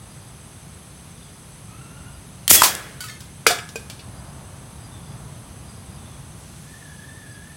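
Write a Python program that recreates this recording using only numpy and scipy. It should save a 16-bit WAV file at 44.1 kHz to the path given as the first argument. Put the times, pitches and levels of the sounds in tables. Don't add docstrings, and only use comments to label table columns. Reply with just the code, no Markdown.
import sys
import numpy as np
from scipy import signal
from scipy.fft import rfft, irfft, next_fast_len
from scipy.io import wavfile

SR = 44100
rng = np.random.default_rng(int(sys.argv[2]) if len(sys.argv) > 2 else 0)


def dump_mix(stems):
    frames = np.atleast_2d(stems).T
    limited = np.clip(frames, -1, 1)
    pcm = np.round(limited * 32767).astype(np.int16)
    wavfile.write(sys.argv[1], SR, pcm)


N = 333616
TIME_S = np.arange(N) / SR

# frequency in Hz, relative level in dB.
AIR_SPECTRUM = [(20, -44), (35, -17), (55, -3), (135, 4.5), (200, -2.5), (300, -10.5), (600, -15.5),
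                (1200, -18), (2000, -20.5), (3500, -21), (5200, -24.5), (7500, -26), (12000, -30.5),
                (16000, -38)]
RUMBLE_SPECTRUM = [(25, -32), (60, 3.5), (90, 2.5), (130, 4.5), (190, -4.5), (400, -18), (2000, -66)]
BREEZE_SPECTRUM = [(100, 4), (300, -14.5), (650, -2), (1150, -4), (2000, -16), (5000, -58)]
CLICK_SPECTRUM = [(300, -23), (1200, -12), (3000, -3.5), (6000, 1), (10000, 0), (16000, -7)]
JET_SPECTRUM = [(60, -10), (250, -11), (800, -17.5), (1600, -10), (2500, -4.5), (3900, -7.5), (5200, -2),
                (8500, 0.5), (10500, 0), (13000, 0.5), (16000, -4)]
POP_SPECTRUM = [(50, -14), (250, -10), (800, 3), (2500, 3), (6000, -26), (16000, -4)]
HIT_SPECTRUM = [(100, -15), (500, -6), (800, 5), (1150, 18), (1500, 7), (1800, -3), (3200, 3), (6000, -3),
                (10000, 3.5), (16000, -19)]
NEAR_ECHO_SPECTRUM = [(80, -20), (400, -9), (750, 4), (1050, 5), (1400, -3.5), (2000, -2), (5500, 2),
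                      (10000, -1), (16000, -3.5)]
FAR_ECHO_SPECTRUM = [(80, -16), (450, 5.5), (800, -0.5), (1500, 5), (3500, -4.5), (8000, -12.5),
                     (16000, -19)]
LANDING_SPECTRUM = [(100, -13), (520, 5.5), (750, -2.5), (1000, -15), (1350, -2.5), (1800, -4),
                    (3200, -2.5), (5200, 1.5), (9500, -2), (16000, -13.5)]
GLOVE_SPECTRUM = [(500, -14), (2500, -1), (7000, 5), (12000, -2), (16000, -16)]
# crest and half-width in seconds, rumble rise and breeze rise in dB.
WIND_GUSTS = [(.15, 0.27, 1.5, 3), (2.0, .28, 7, 3), (4.25, 0.43, 7, 9), (5.15, 0.49, 7.5, 8),
              (6.1, 0.42, 6.5, 5.5)]
# centre and width in Hz, level and signed throb depth in dB.
INSECT_BANDS = [(6190, 230, -61, .5), (8236, 470, -56.5, 3), (8800, 380, -61.5, -2.5),
                (10000, 830, -57.5, -0.2), (10570, 600, -57, 0.2), (11250, 450, -66, -3)]
# start and length in seconds, level in dB.
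CRICKET_TRILLS = [(0.01, .35, -63.5), (1.147, .25, -63), (2.105, 0.095, -59), (4.09, 0.37, -62.5),
                  (4.797, 0.094, -59), (5.023, 0.16, -56.5), (5.65, 0.2, -58), (5.876, 0.1, -58.5),
                  (7.284, 0.084, -54)]
# start in seconds, level in dB.
BIRD_CHIRPS = [(1.14, -61), (4.91, -57.5), (5.97, -58)]
# start and length in seconds, level and relative octave level in dB,
# pitch, scoop depth and warble depth in Hz.
BIRD_CALLS = [(1.6, 0.68, -53.5, -6, 1416, 480.5, 10), (6.599, 1.1, -50, -13, 1730, -80, 54.7)]
# frequency in Hz, relative level in dB, T60 in seconds.
FOLIAGE_BANDS = [(100, 0, 0.3), (400, 3, 0.24), (1300, -2, 0.43), (3355, 2.5, 0.28), (8000, -5, 0.39),
                 (16000, -0.5, 0.15)]
# start in seconds, level in dB, T60 in seconds.
IGNITER_CLICKS = [(2.4791, -1, 0.0089), (2.483, -15, .008), (2.751, -14, 0.0081)]
# start, attack, hold and release T60 in seconds, level in dB.
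JET_STAGES = [(2.483, .002, .012, .02, -29), (2.495, .009, .011, .02, -3), (2.515, .014, 0.027, .11, -7)]
# frequency in Hz, relative level in dB, T60 in seconds.
TIN_MODES = [(1276, -30, .33), (1400, -29, .18), (1588, -32, .55), (1690, -28, .65), (3397, -26.5, .33),
             (2304, -17.5, .17), (2923, -22, .15), (3149, -29, .2), (3671, -25, .24), (4280, -25, .14),
             (4624, -21, .13), (4800, -17.5, .12), (5093, -18.5, .14), (5604, -20, .12), (6670, -31, .14),
             (7542, -29, .12)]
POLE_MODES = [(455, -10, 0.086), (590, -10.5, 0.027), (1565, -19, 0.11), (2475, -10.5, 0.097),
              (5640, -29, 0.16), (7360, -11.5, 0.035)]
# start in seconds, relative scrape level in dB, scrape T60 in seconds,
# relative ring level in dB, pitch in Hz.
STAND_CONTACTS = [(3.006, -32, 0.18, -30.5, 1470), (3.04, -42, 0.15, -33.5, 1272),
                  (3.085, -48, .08, -34, 1760), (3.097, -46, 0.089, -34, 2116),
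                  (3.205, -36, 0.059, -50, 1580)]
# pitch multiple, relative level in dB, T60 in seconds.
CONTACT_MODES = [(1, -1.5, 0.14), (1.5, -8, .09), (2.06, -3, 0.048), (3.12, 0, 0.032)]
# start in seconds, gains of crack, tin, pole and clank in dB,
# clank centre in Hz, clank T60 in seconds.
TIN_BOUNCES = [(3.4645, -41, -45, -42, -8, 1910, 0.032), (3.4665, -4.5, 1, -2, 5, 1898, 0.015),
               (3.507, -27, -13, -30, -23.5, 718, 0.18), (3.587, -42, -27, -24.5, -27, 2560, 0.073),
               (3.69, -38, -36, -48, -36.5, 5300, .07), (3.7575, -29.5, -26, -15.5, -36, 2450, 0.027),
               (3.899, -31.5, -29, -52, -37, 3390, 0.16), (3.993, -51, -34, -41, -39.5, 3650, 0.14)]


def from_db(db):
    return 10 ** (np.asarray(db) / 20)


def shaped_noise(gain_at):
    size = next_fast_len(N)
    hz = np.maximum(np.fft.rfftfreq(size, 1 / SR), 1)
    x = irfft(rfft(rng.standard_normal(size)) * gain_at(hz), size)[:N]
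    return x / np.sqrt(np.mean(x ** 2) + 1e-20)


def noise(spectrum):
    points_hz, points_db = np.transpose(spectrum)
    return shaped_noise(lambda hz: from_db(np.interp(np.log(hz), np.log(points_hz), points_db)))


def band_noise(centre_hz, width_hz):
    return shaped_noise(lambda hz: np.exp(-2 * np.log(2) * ((hz - centre_hz) / width_hz) ** 2))


def decay(start_s, t60_s):
    out, at = np.zeros(N), int(np.ceil(start_s * SR))
    t = TIME_S[:min(SR, N - at)]
    out[at:at + len(t)] = from_db(-60 * t / t60_s)
    return out


def envelope(start_s, attack_s, hold_s, t60_s):
    t = TIME_S - start_s
    return np.clip(t / attack_s, 0, 1) * from_db(-60 * np.clip((t - attack_s - hold_s) / t60_s, 0, 4))


def ring(start_s, modes):
    out, at = np.zeros(N), int(start_s * SR)
    t = TIME_S[:min(SR, N - at)]
    for hz, db, t60_s in modes:
        sign = rng.choice([-1, 1])
        out[at:at + len(t)] += sign * from_db(db - 60 * t / t60_s) * np.sin(2 * np.pi * hz * t)
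    return out


def sine(start_s, hz):
    return np.sin(2 * np.pi * np.cumsum(hz * (TIME_S >= start_s)) / SR)


def falling_sine(start_s, from_hz, to_hz, halving_s):
    return sine(start_s, to_hz + (from_hz - to_hz) / (1 + np.maximum(TIME_S - start_s, 0) / halving_s))


def garden_echo(x, delay_s, build_s, late_db):
    age_s = np.maximum(TIME_S[:SR] - delay_s, 0)
    hz, db, t60_s = np.transpose(FOLIAGE_BANDS)
    edges_hz = np.geomspace(50, 18000, 10)
    leaves = 0
    for low_hz, high_hz in zip(edges_hz, edges_hz[1:]):
        bandpass = signal.butter(2, [low_hz, high_hz], "band", fs=SR, output="sos")
        band = signal.sosfilt(bandpass, rng.standard_normal(SR))
        log_centre = np.log(low_hz * high_hz) / 2
        band_db = np.interp(log_centre, np.log(hz), db)
        band_t60_s = np.interp(log_centre, np.log(hz), t60_s)
        leaves += band * from_db(band_db - 60 * age_s / band_t60_s)
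    leaves *= 1 - np.exp(-age_s / build_s)
    dull = signal.butter(1, [300, 3000], "band", fs=SR, output="sos")
    trees = from_db(late_db) * signal.sosfilt(dull, rng.standard_normal(SR))
    response = leaves + trees * np.exp(-age_s / .093) * (1 - np.exp(-age_s / .05))
    return signal.fftconvolve(x, response / np.sqrt(np.sum(response ** 2)))[:N]


def still_air():
    return from_db(-43.5) * noise(AIR_SPECTRUM)


def wind():
    rumble_db, breeze_db = -48.5, -56
    for crest_s, half_width_s, rumble_rise_db, breeze_rise_db in WIND_GUSTS:
        gust = np.exp(-((TIME_S - crest_s) / half_width_s) ** 2)
        rumble_db += rumble_rise_db * gust
        breeze_db += breeze_rise_db * gust
    return from_db(rumble_db) * noise(RUMBLE_SPECTRUM) + from_db(breeze_db) * noise(BREEZE_SPECTRUM)


def insects(throb_hz=7.2):
    throb = np.sin(2 * np.pi * throb_hz * TIME_S + band_noise(centre_hz=1, width_hz=1))
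    chorus = sum(from_db(db + depth_db * throb) * band_noise(hz, width_hz)
                 for hz, width_hz, db, depth_db in INSECT_BANDS)
    trills = sum(from_db(db) * np.sqrt(np.maximum(1 - (2 * (TIME_S - start_s) / length_s - 1) ** 2, 0))
                 for start_s, length_s, db in CRICKET_TRILLS)
    return chorus + trills * band_noise(centre_hz=4867, width_hz=37)


def birds():
    chirp_s, chirp_hz, sag_hz_per_s, chirp_rasp_hz = .35, 3610, 800, 70
    scoop_s, warble_rate_hz, attack_s, release_s, call_rasp_hz = .11, 2.65, .14, .21, 22
    song = np.zeros(N, complex)
    rasp = band_noise(centre_hz=30, width_hz=79)
    for start_s, db in BIRD_CHIRPS:
        on = (TIME_S >= start_s) & (TIME_S < start_s + chirp_s)
        t = TIME_S[on] - start_s
        pitch_hz = chirp_hz - sag_hz_per_s * t + chirp_rasp_hz * rasp[on]
        tone = np.exp(2j * np.pi * np.cumsum(pitch_hz) / SR)
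        song[on] += from_db(db) * np.sin(np.pi * np.sqrt(t / chirp_s)) * tone
    for start_s, length_s, db, octave_db, hz, scoop_hz, warble_hz in BIRD_CALLS:
        on = (TIME_S >= start_s) & (TIME_S < start_s + length_s)
        t = TIME_S[on] - start_s
        pitch_hz = hz - scoop_hz * np.exp(-t / scoop_s) - warble_hz * np.cos(2 * np.pi * warble_rate_hz * t)
        tone = np.exp(2j * np.pi * np.cumsum(pitch_hz + call_rasp_hz * rasp[on]) / SR)
        effort = np.clip(np.minimum(t / attack_s, (length_s - t) / release_s), 0, 1)
        song[on] += from_db(db) * effort * (tone + from_db(octave_db) * tone ** 2)
    blur = band_noise(centre_hz=0, width_hz=85) + 1j * band_noise(centre_hz=0, width_hz=85)
    return np.real(blur * song)


def igniter():
    clicks = sum(from_db(db) * decay(start_s, t60_s) for start_s, db, t60_s in IGNITER_CLICKS)
    dry = clicks * noise(CLICK_SPECTRUM) + ring(IGNITER_CLICKS[0][0], [(3130, -12.5, .019)])
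    return dry + from_db(-7.5) * garden_echo(dry, delay_s=.0071, build_s=.003, late_db=-28)


def shot(pop_s=2.5105, whistle_s=2.56, sag_hz_per_s=570):
    flow = sum(from_db(db) * envelope(*timing_s) for *timing_s, db in JET_STAGES)
    jet = flow * noise(JET_SPECTRUM)
    pop = from_db(-6.5) * decay(pop_s, t60_s=.019) * noise(POP_SPECTRUM)
    pulse = falling_sine(pop_s, from_hz=2200, to_hz=60, halving_s=.000603)
    thump = from_db(-5) * decay(pop_s, t60_s=.026) * pulse
    boom = from_db(-25.5) * envelope(pop_s, attack_s=.015, hold_s=.0083, t60_s=.16) * sine(pop_s, hz=82.5)
    jitter_hz = 45 * band_noise(centre_hz=60, width_hz=150)
    tone = sine(whistle_s, 3385 - sag_hz_per_s * (TIME_S - whistle_s) + jitter_hz)
    whistle = from_db(-19.5) * envelope(whistle_s, attack_s=.015, hold_s=.033, t60_s=.04) * tone
    dry = jet + pop + thump + boom + whistle
    return dry + from_db(-9.5) * garden_echo(dry, delay_s=.019, build_s=.018, late_db=-11)


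def pellet_hit(hit_s=2.6198, echo_s=2.632):
    impact = decay(hit_s, t60_s=.012) + from_db(-11) * decay(hit_s, t60_s=.03)
    crack = from_db(1.5) * impact * noise(HIT_SPECTRUM)
    pulse = falling_sine(hit_s, from_hz=1370, to_hz=450, halving_s=.004)
    knock = from_db(-5.5) * decay(hit_s, t60_s=.021) * pulse
    tin = from_db(.5) * ring(hit_s, TIN_MODES[:4])
    build = 1 - np.exp(-np.maximum(TIME_S - echo_s, 0) / .0019)
    near = from_db(-6) * decay(echo_s, t60_s=.22) * noise(NEAR_ECHO_SPECTRUM)
    far = from_db(-26.5) * decay(echo_s, t60_s=.92) * noise(FAR_ECHO_SPECTRUM)
    return crack + knock + tin + build * (near + far)


def tin_totters():
    grit = from_db(2.5 * band_noise(centre_hz=100, width_hz=190))
    scrape = grit * noise(CLICK_SPECTRUM)
    dry = 0
    for start_s, scrape_db, scrape_t60_s, ring_db, hz in STAND_CONTACTS:
        dry += from_db(scrape_db) * decay(start_s, scrape_t60_s) * scrape
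        dry += ring(start_s, [(hz * ratio, ring_db + db, t60_s) for ratio, db, t60_s in CONTACT_MODES])
    return from_db(-.5) * dry + from_db(-4) * garden_echo(dry, delay_s=.0029, build_s=.003, late_db=-26)


def tin_lands():
    crack = noise(LANDING_SPECTRUM)
    dry = 0
    for start_s, crack_db, tin_db, pole_db, clank_db, clank_hz, clank_t60_s in TIN_BOUNCES:
        impact = decay(start_s, t60_s=.015) + from_db(-8.5) * decay(start_s, t60_s=.21)
        spread = min(.3, (clank_hz / 2800) ** 3)
        cluster_hz = clank_hz * (1 + spread * np.linspace(-1, 1, 7) + rng.normal(0, .01, 7))
        clank = ring(start_s, [(hz, clank_db - 9, clank_t60_s) for hz in cluster_hz])
        tin = ring(start_s, [(hz, tin_db + db + rng.normal(0, 1.5), t60_s) for hz, db, t60_s in TIN_MODES])
        poles = from_db(pole_db) * ring(start_s, POLE_MODES)
        dry += from_db(crack_db) * impact * crack + clank + tin + poles
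    return dry + from_db(-17) * garden_echo(dry, delay_s=.02, build_s=.006, late_db=-17)


def glove():
    turn = envelope(start_s=6.34, attack_s=.05, hold_s=.33, t60_s=2.6)
    return from_db(-54.5) * turn * noise(GLOVE_SPECTRUM)


def scene():
    events = igniter() + shot() + pellet_hit() + tin_totters() + tin_lands()
    return (events + insects() + birds() + wind() + glove() + still_air())[None]


def record(dry, low_cut_hz=33, high_cut_hz=16050, ceiling=1.17):
    highpass = signal.butter(3, low_cut_hz, "high", fs=SR, output="sos")
    lowpass = signal.ellip(10, .1, 70, high_cut_hz, fs=SR, output="sos")
    clipped = ceiling * np.tanh(signal.sosfilt(highpass, dry) / ceiling)
    return signal.sosfilt(lowpass, clipped)


dry = scene()
out = record(dry)
dump_mix(out)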